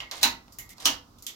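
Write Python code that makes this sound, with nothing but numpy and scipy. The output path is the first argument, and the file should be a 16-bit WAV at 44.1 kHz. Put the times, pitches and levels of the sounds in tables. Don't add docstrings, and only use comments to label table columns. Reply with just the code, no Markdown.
import sys
import numpy as np
from scipy import signal
from scipy.fft import rfft, irfft, next_fast_len
from scipy.io import wavfile

SR = 44100
rng = np.random.default_rng(int(sys.argv[2]) if len(sys.argv) > 2 else 0)


def master(y):
    cut = np.clip(np.atleast_2d(y).T, -1, 1)
    pcm = np.round(cut * 32767)
    wavfile.write(sys.argv[1], SR, pcm.astype(np.int16))


N = 59535
T = np.arange(N) / SR
SIZE = 2 * next_fast_len(N)
FREQS = np.maximum(np.arange(SIZE // 2 + 1) * SR / SIZE, 1)
TOP_HZ = 15800


def amp(db):
    return 10 ** (np.asarray(db) / 20)


def curve(points, at=FREQS):
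    hz, value = np.array(points).T
    return np.interp(np.log(at), np.log(hz), value)


def colour(x, db):
    cepstrum = irfft(np.log(amp(db)))
    cepstrum[1:SIZE // 2] *= 2
    cepstrum[SIZE // 2 + 1:] = 0
    response = np.exp(rfft(cepstrum, SIZE))
    return irfft(rfft(x, SIZE) * response)[..., :N]


def pan(pair, points):
    half_db = curve(points) / 2
    return np.array([colour(pair[0], half_db), colour(pair[1], -half_db)])


def convolve(a, b):
    return irfft(rfft(a, SIZE) * rfft(b, SIZE))[..., :N]


def fade(start, t60, rise):
    age = np.maximum(T - start, 0)
    return (1 - np.exp(-age / rise)) * amp(-60 * age / t60)


RESONANCE_OCTAVES = 0.17


def resonance(hz, db):
    return db / (1 + (np.log2(FREQS / hz) / RESONANCE_OCTAVES) ** 4)


def crunch(envelope, evenness, count=4, size=41):
    x = rng.standard_normal(len(envelope)) * envelope
    for _ in range(count):
        spectrum = rfft(x)
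        flatter = spectrum / (np.abs(spectrum) + 1e-9) ** min(evenness, 1)
        x = irfft(flatter, len(envelope))
        local_energy = np.convolve(x ** 2, np.hanning(size), "same")
        x = x * envelope / np.sqrt(local_energy + 1e-24)
    return x / np.sqrt(np.sum(x ** 2))


BLOW_EVENNESS, RATTLE_T60_S = 0.55, 0.045


def contact(when, rise, fall, rattle=0, size=4096):
    first = max(int(when * SR) - size // 8, 0)
    age = T[first:first + size] - when
    blow = np.exp(np.minimum(age / rise, -age / fall))
    after = fade(when, RATTLE_T60_S, fall)[first:first + size]
    blow = blow / np.linalg.norm(blow)
    after = rattle * after / np.linalg.norm(after)
    out = np.zeros(N)
    out[first:first + size] = crunch(np.hypot(blow, after), BLOW_EVENNESS)
    return out


CHATTER_DB, CHATTER_S = 3.5, 0.007
MODE_RISE_S = 0.0044


def mode(when, hz, t60, db):
    apart = min(hz / 1500, 1) * rng.choice([-1, 1]) * np.pi / 4
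    phase = rng.uniform(0, 2 * np.pi) + apart * np.array([[1], [-1]])
    steps = rng.standard_normal(size=1024)
    flutter = np.interp(T, np.arange(len(steps)) * CHATTER_S, amp(CHATTER_DB * steps))
    return amp(db) * flutter * fade(when, t60, MODE_RISE_S) * np.sin(2 * np.pi * hz * T + phase)


DIFFUSE_ABOVE_HZ = 440


def diffuse(pair):
    apart = 1 / (1 + (DIFFUSE_ABOVE_HZ / FREQS) ** 2)
    mid, side = rfft(pair, SIZE) * np.sqrt([1 - apart / 2, apart / 2])
    return irfft(np.array([mid + side, mid - side]))[:, :N]


# frequency_hz, relative density_db [dB per Hz]
AIR_COLOUR = [(20, -26.5), (60, -15.5), (120, -14), (250, -10.5), (500, -21), (950, -20), (1300, -18.5),
              (1800, -36), (3200, -32.5), (5200, -27.5), (9000, -40), (15000, -36.5)]
# frequency_hz, relative density_db [dB per Hz]
RUMBLE_COLOUR = [(15, -22), (28, -12), (43, 1), (60, -8.5), (85, -5), (130, -9.5), (200, -19), (400, -33),
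                 (1000, -87)]
# time_s, level_db [dB relative to RUMBLE_DB]
RUMBLE_SWELL = [(0, 9), (.13, -5.5), (.2, 6.5), (.3, 12.5), (.42, 3), (.5, -2.5), (.62, 6.5), (.8, -3.5),
                (.87, 4), (.94, 11), (1.05, 0), (1.2, 2.5), (1.35, -12)]
AIR_DB, RUMBLE_DB = -58.5, -61.5


def background():
    air = colour(diffuse(rng.standard_normal((2, N))), curve(AIR_COLOUR))
    rumble = colour(rng.standard_normal(N), curve(RUMBLE_COLOUR))
    swell = amp(RUMBLE_DB + np.interp(T, *np.array(RUMBLE_SWELL).T))
    return amp(AIR_DB) * air / np.std(air) + swell * rumble / np.std(rumble)


# frequency_hz, t60_s
ROOM_T60 = [(150, 0.28), (500, 0.36), (1200, 0.3), (3000, 0.25), (6000, 0.22), (10000, 0.16), (16000, 0.2)]
# frequency_hz, left_minus_right_db
ROOM_PAN = [(200, -2), (500, 1), (1000, -5.5), (2000, 0), (3600, -5), (6500, -7), (9700, 3), (13000, -3)]
ROOM_DB, ROOM_EVENNESS = -27, 0.16
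ROOM_RISE_S, BASS_RISE_S = 0.00033, 0.016


def workshop(x, count=10):
    decay = amp(-60 * T / curve(ROOM_T60, 3000)) + 1e-6
    echoes = np.array([crunch(decay, ROOM_EVENNESS) / decay for _ in range(2)])
    spectrum = rfft(diffuse(echoes / np.std(echoes)), SIZE)
    centres = np.geomspace(100, TOP_HZ, count)
    tail = 0
    for hz, weights in zip(centres, np.eye(count)):
        band_gain = np.interp(np.log(FREQS), np.log(centres), weights)
        band = irfft(spectrum * band_gain)[:, :N]
        rise = ROOM_RISE_S + BASS_RISE_S / (1 + (hz / 900) ** 2)
        tail = tail + band * fade(0, curve(ROOM_T60, hz), rise)
    return amp(ROOM_DB) * pan(convolve(x, tail), ROOM_PAN)


# frequency_hz, gain_db
DIRECT_COLOUR = [(200, -14), (700, -5.5), (2000, -8.5), (4000, -1.5), (12000, 0.5)]
# frequency_hz, left_minus_right_db
DIRECT_PAN = [(300, -8.5), (2000, 7), (3600, -12), (6500, -1), (9700, 16.5), (13000, -8), (16000, 8.5)]
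RIGHT_LAG_S = 0.00013


def direct_path(x):
    left = colour(x, curve(DIRECT_COLOUR))
    delay = np.exp(-2j * np.pi * FREQS * RIGHT_LAG_S)
    right = irfft(rfft(left, SIZE) * delay)[:N]
    return pan([left, right], DIRECT_PAN)


# time_s, gain_db
TREBLE_GAIN = [(.732, 5.5), (.745, -7.5), (.765, -3), (.779, 9)]
DIP_ABOVE_HZ = 2600


def treble_dip(x):
    high_pass = signal.butter(2, DIP_ABOVE_HZ, "high", fs=SR, output="sos")
    treble = signal.sosfiltfilt(high_pass, x)
    gain_db = np.interp(T, *np.array(TREBLE_GAIN).T, left=0, right=0)
    return x + treble * (amp(gain_db) - 1)


# start_s, length_s, level_db [before the spectrum's gain]
SCRAPES = [(0.134, 0.055, -43), (0.798, 0.12, -40.5)]
# [dB per Hz, 5 dB below the one used]
SCRAPE_COLOUR = [(150, -0.5), (800, -3), (1800, -6), (3200, -7.5), (4200, -4.5), (5500, -7.5), (7000, -12),
                 (9000, -14), (15500, -26)]
GRAINS_PER_S = 580


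def scrapes():
    slips = rng.random(N) < GRAINS_PER_S / SR
    grains = slips * rng.standard_normal(N) * np.sqrt(SR / GRAINS_PER_S)
    pressure = sum(amp(db) * ((T > start) & (T < start + length)) for start, length, db in SCRAPES)
    return colour(grains * pressure, curve(SCRAPE_COLOUR) + 5)


# pitch_hz, t60_s, level_db [relative to each tick's handle_ring_db]
HANDLE_MODES = [(1927, 0.39, -1.5), (2106, 0.28, 0), (2115, 0.21, -5), (2157, 0.38, -2.5),
                (2960, 0.11, -2.5)]
# pitch_hz, t60_s, level_db [relative to the tick's level_db + body_db]
JACK_MODES = [(607, 0.21, -63.5), (830, .22, -60.5), (1026, 0.18, -65.5)]


def handle():
    when, db, _, body_db, *_ = max(TICKS, key=lambda tick: tick[1] + tick[3])
    knock = sum(mode(when, hz, t60, db + body_db + mode_db) for hz, t60, mode_db in JACK_MODES)
    tube = sum(mode(tick[0], hz, t60, mode_db + tick[-1])
               for hz, t60, mode_db in HANDLE_MODES for tick in TICKS)
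    return knock + tube


PING_DB, PING_T60_S = -28, 0.014


def pings():
    total = 0
    for when, db, _, _, _, hz, peak_db, direct_db, _ in TICKS:
        tone = fade(when, PING_T60_S, TICK_RISE_S) * np.sin(2 * np.pi * hz * (T - when))
        total = total + amp(PING_DB + db + peak_db + direct_db) * tone
    return total


# start_s, level_db [relative], fall_s, body_db, treble_db,
# resonance_hz, resonance_db, direct_db [direct sound relative to room feed], handle_ring_db
TICKS = [(.003, 0, 0.0038, 15.5, -16, 2885, 8.5, 0, -42.5),
         (0.1129, 4.5, 0.00058, 17.5, -8.5, 4110, 2, -3.5, -52),
         (0.174, -1.5, 0.0057, -6.5, -11, 5300, -4, -8, -56), (.213, 0, 0.0086, 21, -6, 4000, 1, -7, -62),
         (.225, 6, 0.0028, 21, -5, 4000, -7.5, -8, -56), (0.481, -28.5, 0.0015, 28, -15, 2600, 3.5, 7, -72),
         (0.523, -21, 0.0011, 5, 9, 4880, 8.5, -9.5, -83),
         (0.5865, -4, 0.00035, 7.5, 8, 1980, 3, -6, -47.5),
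         (.692, -12.5, 0.0029, 0, 3.5, 6600, -6, -4, -72),
         (0.703, -16, 0.0015, -2, 6, 2006, 19.5, -12, -66),
         (0.7822, -17, 0.00061, 27, -7, 4270, 3, 1.5, -78),
         (0.801, -6.5, 0.0047, 9, -6, 4000, -4, -2.5, -68),
         (0.848, -2.5, .001, 29.5, -6, 5600, 16, -15, -56),
         (1.185, -19.5, 0.0033, -33, -0.5, 3410, -0.5, -3.5, -84),
         (1.224, -16, 0.0012, -19, 9, 4600, 5, -4, -71),
         (1.2664, 0.5, 0.00054, -2.5, 4, 3310, 8, -2.5, -54)]
# [dB per Hz, before each tick's own gains]
TICK_COLOUR = [(100, -48), (300, -12.5), (700, -21.5), (1400, -17.5), (2200, -8.5), (3600, -6), (5000, -5),
               (7500, -4.5), (9200, -16), (12500, -6), (15500, -19.5)]
TICK_RISE_S, BODY_HZ, BODY_OCTAVES, TREBLE_EDGE_HZ = 0.00013, 820, 0.95, 5900


def ticks():
    body = 1 / (1 + (np.log2(FREQS / BODY_HZ) / BODY_OCTAVES) ** 4)
    treble = 1 / (1 + (TREBLE_EDGE_HZ / FREQS) ** 6)
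    steel = curve(TICK_COLOUR)
    straight, around = 0, 0
    for when, db, fall, body_db, treble_db, hz, peak_db, direct_db, _ in TICKS:
        spectrum_db = db + steel + body_db * body + treble_db * treble + resonance(hz, peak_db)
        tick = colour(contact(when, TICK_RISE_S, fall), spectrum_db)
        straight = straight + amp(direct_db) * tick
        around = around + tick
    return straight, around


# pitch_hz, t60_s, first_clank_level_db, second_clank_level_db
FRAME_MODES = [(237, 1, -52, -63), (284.8, 0.42, -49, -40.5), (800, 0.16, -27.5, -38),
               (928, 0.3, -28, -34.5), (1253, 0.23, -32, -32.5), (1527, 0.202, -29.5, -47),
               (1975, 0.39, -37, -65), (2673, .19, -28, -31), (2880, 0.24, -28.5, -27.5),
               (3070, 0.12, -47.5, -23), (3874, .1, -21, -39), (4015, 0.13, -14.5, -26),
               (4240, 0.1, -16.5, -22), (5340, 0.16, -43.5, -46), (5910, 0.13, -31, -23.5)]


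def frame():
    return sum(mode(clank[0], hz, t60, db)
               for hz, t60, *levels in FRAME_MODES for clank, db in zip(CLANKS, levels))


# start_s, level_db [relative], rise_s, fall_s,
# rattle_db [relative to the blow], resonance_hz, resonance_db
CLANKS = [(0.2315, 14.5, 0.00098, 0.0011, 0, 3956, 9.5), (0.8565, 13, 0.0011, 0.0012, -2, 3003, 9)]
# [dB per Hz, before level_db]
CLANK_COLOURS = [
    [(100, -23), (240, 3), (560, -14), (830, 1.5), (1150, -3), (2700, 2), (3300, -5), (6500, 1),
     (8800, -12.5), (10500, -7), (15500, -10)],
    [(100, -25.5), (280, -3), (560, -11.5), (900, -3), (1250, -3), (2100, -3.5), (4500, 0), (6000, 3),
     (8800, -11), (10500, -7), (15500, -11)],
]


def clanks():
    total = 0
    for (when, db, rise, fall, rattle_db, hz, peak_db), points in zip(CLANKS, CLANK_COLOURS):
        blow = contact(when, rise, fall, amp(rattle_db))
        total = total + colour(blow, db + curve(points) + resonance(hz, peak_db))
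    return total


def scene():
    strokes = clanks() + scrapes()
    straight, around = ticks()
    direct = direct_path(strokes + straight + pings())
    reverberant = workshop(strokes + around)
    ringing = pan(frame() + handle() + background(), ROOM_PAN)
    return treble_dip(direct + reverberant + ringing)


def record(dry):
    low_pass = signal.ellip(10, .2, 80, TOP_HZ, fs=SR, output="sos")
    return signal.sosfilt(low_pass, dry)


dry = scene()
out = record(dry)
master(out)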